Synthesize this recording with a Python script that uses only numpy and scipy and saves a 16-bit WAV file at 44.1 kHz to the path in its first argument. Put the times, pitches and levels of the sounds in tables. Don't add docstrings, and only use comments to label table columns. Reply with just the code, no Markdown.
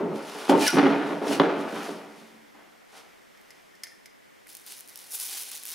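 import sys
import numpy as np
from scipy import signal
from scipy.fft import rfft, irfft
from scipy.io import wavfile
from scipy.ndimage import uniform_filter1d

SR = 44100
rng = np.random.default_rng(int(sys.argv[2]) if len(sys.argv) > 2 else 0)


def decibels_to_gain(level_db):
    exponent = np.asarray(level_db, float) / 20
    return 10 ** exponent


def store_pcm(level_fs):
    pcm = np.round(np.clip(level_fs, -1, 1) * 32767).astype(np.int16)
    wavfile.write(sys.argv[1], SR, np.atleast_2d(pcm).T)


N = 253134


# start_s, length_s, boards_db, boom_share_db, grit_share_db (relative to boards_db)
SHOVES = [(-.03, 0.19, -24, 4.5, -14.5), (0.157, 0.65, -35, -1, -6.5), (0.34, 0.19, -37.5, -10, -8),
          (0.487, 0.1, -17, 2.5, -9.5), (0.579, 0.089, -26.5, 5.5, -5), (0.725, 0.11, -32.5, 16.5, 2),
          (0.763, 0.055, -21.5, 4, 1.5), (0.821, 0.39, -20, 6.5, -2), (1.076, 0.11, -30, 0, -21),
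          (1.21, 0.076, -27.5, -3, -6.5), (1.285, 0.12, -29, 6, -5), (1.393, 0.027, -18.5, -1.5, -4.5),
          (1.426, 0.29, -22.5, -2, -3.5), (1.561, 0.12, -35, 4, -16), (1.718, 0.15, -33.5, 4, -5),
          (1.871, 0.89, -36, 1.5, -5), (2.168, 0.34, -57.5, 14, -8), (2.333, 0.46, -71, 18.5, 1),
          (2.541, 0.31, -58, 3, 7), (2.923, 0.28, -56.5, -9, 1)]


def rumbles(sag_db_s, share_db):
    rise_s, release_s = 0.0074, 0.009
    t, power = np.arange(N) / SR, 0
    for (start_s, length_s, db, *_), share in zip(SHOVES, share_db):
        rise = (t - start_s) / rise_s
        release = 1 + (start_s + length_s - t) / release_s
        gate = np.clip(np.minimum(rise, release), 0, 1)
        sagging_db = db + share - sag_db_s * np.abs(t - start_s)
        power = power + (gate ** 2 * decibels_to_gain(sagging_db)) ** 2
    return np.sqrt(power)


# pitch_hz, width_hz, level_db (relative)
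BOOM = [(184, 11, -13.5), (223.8, 9.3, -7), (288, 20.8, 0.5)]
# pitch_hz, width_hz, level_db (relative)
BOARDS = [(330, 37, -19), (409, 45, 3.5), (476, 33, -0.5), (553.4, 84, 1), (655, 80, 3.5), (760, 280, 3.5),
          (890, 27.4, -7), (1115, 600, 1.5), (1487, 203, -23.5)]
# time_s, favoured_hz
FAVOURED = [(0, 170), (.2, 246), (.48, 290), (.73, 288), (.87, 285), (.92, 248), (.97, 283), (1.1, 259),
            (1.4, 277), (1.95, 228.6)]


def tray_rumble():
    boom_share_db = np.transpose(SHOVES)[3]
    boom_gain = rumbles(56.5, boom_share_db)
    boards_gain = rumbles(61.5, np.zeros(len(SHOVES)))
    slips = grains(2500, 1.3) * decibels_to_gain(2.9 * walk(40.22))
    favoured_hz = np.interp(np.arange(N) / SR, *np.transpose(FAVOURED))
    hollow = 0
    for mode in BOOM:
        nearness = decibels_to_gain(-np.abs(favoured_hz - mode[0]) / 7)
        hollow = hollow + nearness * ring(slips, [mode])
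    panels = high_pass(locked(ring(slips, BOARDS), 0.98), 2, 240)
    return boom_gain * level(locked(hollow, 0.59), -5.0) + boards_gain * level(panels, -0.73)


# pitch_hz, width_hz, level_db (relative)
CRACK = [(1194, 220, 1), (2544, 820, -2.5), (3270, 320, -3), (4200, 1600, -5), (6000, 3000, -22)]
# time_s, level_db, crack_share_db (relative to level_db)
KNOCKS = [(0.142, -19.5, -27), (0.4794, -22.5, -3.5), (0.4948, -3, -11.5), (0.511, -15, -17),
          (0.5148, -8, -20), (0.526, -11, -9.5), (0.55, -18, -13.5), (0.7737, -18.5, -1), (0.7839, -12, -1),
          (0.844, -21.5, -17.5), (0.866, -28, 5.5), (0.904, -15, -16.5), (0.928, -18.5, -17),
          (0.944, -11, -19), (1.219, -22, -27.5), (1.267, -15.5, -12), (1.308, -10, -25.5),
          (1.397, -3, -0.5), (1.404, -7, -13), (1.409, -13.5, -15), (1.888, -18.5, -16), (2.22, -37, -12)]


def knocks():
    lag_s = 0.0015
    time_s, db, crack_share_db = np.transpose(KNOCKS)
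    crack_s = time_s + lag_s
    thud = blows(crack_s + lag_s, db, BOOM + BOARDS, 0.00071)
    crack = bursts(crack_s, db + crack_share_db, CRACK, 0.002, touch=6.8)
    return high_pass(thud, 2, 200) + crack


# peak_s, level_db, rise_s, fall_s, grit_share_db (relative to level_db)
STROKES = [(.16, -47, 0.024, 0.049, -1.5), (.29, -45, 0.19, 0.38, 2), (.45, -42.5, 0.31, 0.11, 5),
           (.498, -30, 0.013, 0.036, 8.5), (.62, -29, 0.049, 0.11, -2.5), (.68, -21.5, 0.078, 0.028, -18.5),
           (.75, -35.5, 0.16, 0.059, 2.5), (.87, -50, 0.053, 0.34, 2), (1.08, -50, 0.11, 0.39, 13),
           (1.285, -38.5, 0.035, 0.11, -3.5), (1.335, -32.5, 0.096, 0.07, 3),
           (1.61, -49.5, 0.085, 0.051, -5), (1.76, -50, .12, 0.24, 12), (1.87, -43, 0.36, 0.16, 5),
           (2.21, -56, 0.38, 0.21, -16), (2.975, -49.5, 0.11, 0.084, 2.5)]
# frequency_hz, gain_db (relative)
SWISH = [(1470, -17), (2500, -6.5), (3660, -8.5), (5690, -10.5), (6690, -14), (8180, -17), (10300, -14),
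         (14800, -28.5), (15900, -27.5)]


def sheet_swish():
    swish_gain, _ = swells(STROKES)
    hiss = colour(grains(9000, 0.76), SWISH) * decibels_to_gain(0.91 * walk(49.9))
    return swish_gain * level(hiss, -0.81)


# frequency_hz, gain_db (relative)
GRIT = [(410, -26.5), (700, 2.5), (865, -0.5), (1010, -2), (1440, -2.5), (1710, -6.5), (2940, -14),
        (7000, -36), (9100, -73)]


def wood_grit():
    grit_share_db = np.transpose(SHOVES)[4]
    _, stroke_gain = swells(STROKES)
    grit_gain = np.hypot(rumbles(41.5, grit_share_db), stroke_gain)
    scratch = colour(grains(3000, 1.55), GRIT) * decibels_to_gain(1.0 * walk(60))
    return grit_gain * level(scratch, -3.5)


# time_s, level_db
SLAPS = [(0.623, -29), (0.669, -18), (0.6765, -14.5), (0.6797, -7.5), (0.704, -20)]
# pitch_hz, width_hz, level_db (relative)
SHEET = [(2850, 178, -15), (4740, 170, 1), (5700, 350, 8), (5180, 296, -1.5), (9950, 1120, 8.5)]


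def sheet_slaps():
    return high_pass(bursts(*np.transpose(SLAPS), SHEET, 0.0014), 3, 1200)


# start_s, pitch_hz (at start), length_s, level_db
SQUEAKS = [(0.619, 3106, 0.019, -33.5), (.62, 2456, 0.043, -32), (0.66, 1758, 0.022, -26),
           (0.663, 2816, 0.014, -35.5), (0.673, 1502, 0.034, -25), (0.537, 903, 0.021, -21),
           (0.576, 900, 0.1, -29.5), (0.623, 1810, 0.032, -36), (0.673, 2082, 0.014, -28.5)]


def squeaks():
    t, out = np.arange(N) / SR, np.zeros(N)
    rough = decibels_to_gain(2.03 * walk(400))
    waver = 0.5 * walk(250)
    for start_s, pitch_hz, length_s, db in SQUEAKS:
        u = np.clip((t - start_s) / length_s, 0, 1)
        envelope = np.sqrt(np.abs(np.sin(np.pi * u)) * (u < 1))
        cycles = pitch_hz * length_s * (u - 0.021 * u ** 2)
        out += decibels_to_gain(db) * envelope * rough * np.sin(2 * np.pi * cycles + waver)
    return out


# time_s, level_db, low_share_db (relative to level_db)
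TICKS = [(3.3737, -52, 1.5), (3.5058, -37.5, -7), (3.752, -47.5, -12), (3.835, -22, -8.5), (3.8691, -39, 1),
         (4.0576, -36, -5.5), (4.4676, -60.5, 16.5)]
# pitch_hz, width_hz, level_db (relative)
TICK_LOW = [(2120, 220, 7.8), (1475, 360, 2.4)]
# pitch_hz, width_hz, level_db (relative)
TICK_HIGH = [(3040, 2100, -6), (5150, 530, -1.5), (6600, 1960, 0), (10100, 1900, -1), (13900, 1700, -8)]


def finger_ticks():
    time_s, db, low_share_db = np.transpose(TICKS)
    low = bursts(time_s, db + low_share_db, TICK_LOW, 0.003)
    high = bursts(time_s, db, TICK_HIGH, 0.0051)
    return high_pass(low + high, 3, 1200)


# time_s, level_db
NUDGES = [(3.738, -54), (3.836, -43), (3.918, -51)]
# pitch_hz, width_hz, level_db (relative)
ROD = [(1818, 11.7, 0)]


def singing_rod():
    return high_pass(blows(*np.transpose(NUDGES), ROD, 0.00027), 3, 1200)


# peak_s, level_db, rise_s, fall_s, low_share_db (relative to level_db)
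TUGS = [(4.49, -48.5, 0.025, 0.43, -5), (4.67, -45, 0.0089, 0.2, -2.5), (4.715, -45, 0.075, 0.12, 0),
        (4.8, -53, 0.32, 0.028, -11), (4.89, -57, .15, 0.17, -0.5), (4.97, -49, 0.094, 0.24, -4.5),
        (5.05, -53.5, 0.22, .2, 0), (5.15, -25, 0.043, 0.029, -11.5), (5.22, -30, 0.11, 0.1, -8.5),
        (5.33, -34, 0.18, 0.34, -5), (5.42, -34.5, 0.37, 0.055, -7), (5.49, -44, 0.152, 0.17, -3.5),
        (5.555, -43, 0.26, 0.11, -1.5), (5.67, -47, 0.047, 0.33, -0.5), (5.73, -44, 0.18, .2, 0.5)]
# frequency_hz, gain_db (relative)
FILM = [(150, -45), (422, -17), (555, -41), (788, -11.5), (1360, -12), (1530, -8.5), (1790, -12.5),
        (2050, -8), (3760, -4.5), (8210, -6.5), (9980, -5), (14700, -10), (15900, -11)]
# pitch_hz, width_hz, level_db (relative)
FILM_BODY = [(790, 75, 2.5), (417, 86, 1)]
# pitch_hz, width_hz, level_db (relative)
SNAP_RING = [(5590, 2800, -3.5), (9970, 1640, -1.5), (13720, 5000, 2.5)]


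def film_crackle():
    high_gain, low_gain = swells(TUGS)
    clicks = level(ring(grains(1100, 1.3), SNAP_RING), -8)
    hiss = level(rng.standard_normal(N) * decibels_to_gain(1.46 * walk(200)), -5)
    film = level(colour(clicks + hiss, FILM), 0)
    high = high_pass(film, 2, 5500)
    drum = level(ring(grains(900, 0.94), FILM_BODY), -23.5)
    return high_gain * level(high, -4.0) + low_gain * (level(film - high, 0.6) + drum)


# start_s, length_s, snaps_per_s, level_db (before spread)
STUTTERS = [(4.471, .075, 95, -36), (4.667, .03, 160, -36), (4.767, .035, 185, -34), (4.876, .03, 130, -34),
            (5.0, .05, 100, -36), (5.108, .03, 220, -30), (5.209, .065, 210, -26), (5.284, .05, 110, -28),
            (5.365, 0.069, 150, -28), (5.452, .04, 52, -41), (5.535, .045, 150, -28),
            (5.687, .055, 170, -25)]


def stutters():
    jitter, spread_db = 0.2, -0.5
    rows = []
    chances = rng.standard_normal((len(STUTTERS), 2, 16))
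    for (start_s, length_s, rate, db), (early_late, loudness) in zip(STUTTERS, chances):
        beats = np.arange(16) + jitter * (early_late - early_late[0])
        end_s = min(start_s + length_s, N / SR)
        for time_s, c in zip(start_s + beats / rate, loudness):
            if time_s < end_s:
                rows.append((time_s, db + spread_db * c))
    return rows


# time_s, level_db
SNAPS = [(3.413, -47), (4.499, -34.5), (4.551, -27.5), (4.569, -27), (4.664, -30), (4.722, -25.5),
         (4.8072, -28), (4.9577, -25.5), (4.975, -25), (4.99, -27), (5.121, -25), (5.134, -24),
         (5.153, -18.5), (5.178, -28), (5.198, -20), (5.2003, -19), (5.5162, -23), (5.599, -31),
         (5.628, -28), (5.635, -24.5), (5.654, -20), (5.664, -25), (5.672, -23.5), (5.6815, -25)]


def snaps():
    time_s, db = np.transpose(SNAPS + stutters())
    return high_pass(bursts(time_s, db, SNAP_RING, 0.00097, touch=2.5), 2, 2200)


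# frequency_hz, gain_db (of the side signal)
WIDTH = [(60, -4.5), (150, -10.5), (300, -17), (700, -11.5), (2000, -10), (8000, -12), (14000, -6)]


def room(x):
    dull = signal.sosfilt(signal.butter(1, [680, 8940], "band", fs=SR, output="sos"), x)
    mid = decibels_to_gain(-7) * signal.fftconvolve(dull, decay(0.52, 0.0009))[:N]
    early = signal.fftconvolve(x + mid, decay(0.064, 0))[:N]
    side = colour(early, WIDTH)
    return np.array([mid + side, mid - side])


# frequency_hz, gain_db (relative)
SHOP = [(25, -18), (90, -18), (220, -7.5), (400, -6.5), (1200, -8.5), (1600, -7), (2050, -3.5),
        (2600, -10.5), (3300, -11), (3900, -15.5), (5200, -15.5), (7500, -20), (14800, -24), (15900, -36.5)]
# frequency_hz, gain_db (side, on top of the hiss colour)
SHOP_WIDTH = [(60, 10), (500, 8), (1300, 2), (2400, -5.5), (8000, -6.5), (15000, -4.5)]


def shop():
    mid = colour(rng.standard_normal(N), SHOP) * decibels_to_gain(walk(6))
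    side = colour(colour(rng.standard_normal(N), SHOP), SHOP_WIDTH)
    return level(np.array([mid + side, mid - side]), -54)


def level(x, db):
    return x * decibels_to_gain(db) / np.sqrt(np.mean(x ** 2))


def high_pass(x, order, hz):
    return signal.sosfilt(signal.butter(order, hz, "high", fs=SR, output="sos"), x)


def colour(x, points):
    hz, db = np.transpose(points)
    grid = np.maximum(np.fft.rfftfreq(2048, 1 / SR), 1)
    log_gain = np.interp(np.log(grid), np.log(hz), db) * np.log(10) / 20
    cepstrum = irfft(log_gain)
    cepstrum[1:1024] *= 2
    cepstrum[1025:] = 0
    return signal.fftconvolve(x, irfft(np.exp(rfft(cepstrum))))[:N]


def ring(x, modes, together=False):
    out = 0
    for k, (hz, width, db) in enumerate(modes):
        pole = np.exp((2j * hz - width) * np.pi / SR)
        sign = 1 if together else (-1) ** k
        out = out + sign * decibels_to_gain(db) * signal.lfilter([1], [1, -pole], x).imag
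    return out


def locked(x, grip):
    swing = np.sqrt(uniform_filter1d(x ** 2, 700) + 1e-12)
    return x / swing ** np.clip(grip, 0, 1)


def grains(rate, spread_db):
    hit = rng.random(N) < rate / SR
    return hit * rng.standard_normal(N) * decibels_to_gain(spread_db * np.minimum(rng.exponential(size=N), 4))


def blows(times, db, modes, push_s):
    size = max(int(push_s * SR), 2)
    shape = np.hanning(size + 2)[1:-1]
    rough = 1 + 0.3 * rng.standard_normal((len(times), 256))
    push = np.zeros(N)
    for time_s, gain, r in zip(times, decibels_to_gain(db), rough):
        i = int(time_s * SR)
        push[i:i + size] += gain * (shape * r[:size])[:N - i]
    smooth = np.zeros(2000)
    smooth[:size] = shape
    return ring(push, modes, True) / np.abs(ring(smooth, modes, True)).max()


def bursts(times, db, modes, rattle_s, touch=5.3):
    t = np.arange(1500) / SR
    rattle = rng.standard_normal((len(times), len(t))) * np.exp(-t / rattle_s)
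    rattle[:, 0] = touch
    out = np.zeros(N + len(t))
    for time_s, gain, r in zip(times, decibels_to_gain(db), rattle):
        i = int(time_s * SR)
        out[i:i + len(t)] += gain * r / np.abs(ring(r, modes)).max()
    return ring(out[:N], modes)


def walk(rate):
    k = int(SR / rate)
    steps = np.repeat(rng.standard_normal(N // k + 1), k)
    return 1.8 * uniform_filter1d(uniform_filter1d(steps, k), k)[:N]


def swells(table):
    t, main, second = np.arange(N) / SR, 0, 0
    for peak_s, db, rise_s, fall_s, share_db in table:
        away = np.maximum((peak_s - t) / rise_s, (t - peak_s) / fall_s)
        power = decibels_to_gain(db - 20 * away) ** 2
        main = main + power
        second = second + power * decibels_to_gain(share_db) ** 2
    return np.sqrt(main), np.sqrt(second)


def decay(t60_s, delay_s):
    t = np.arange(int(0.8 * SR)) / SR
    onset = np.clip((t - delay_s) / 0.0015, 0, 1)
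    tail = rng.standard_normal(len(t)) * decibels_to_gain(-60 * t / t60_s) * onset
    return tail / np.sqrt(np.sum(tail ** 2))


def scene():
    tray = tray_rumble() + knocks() + wood_grit()
    sheet = sheet_swish() + sheet_slaps() + squeaks() + finger_ticks()
    film = film_crackle() + snaps()
    near = high_pass(tray + sheet + singing_rod() + film, 6, 155)
    left_right = decibels_to_gain(np.array([[0.2], [-0.2]]))
    return near * left_right + room(near) + shop()


def roll_off(x):
    return signal.sosfilt(signal.butter(12, 16090, fs=SR, output="sos"), x)


def record(dry):
    mix = signal.sosfilt(signal.ellip(10, 0.3, 50, 15750, fs=SR, output="sos"), dry)
    return roll_off(mix)


dry = scene()
out = record(dry)
store_pcm(out)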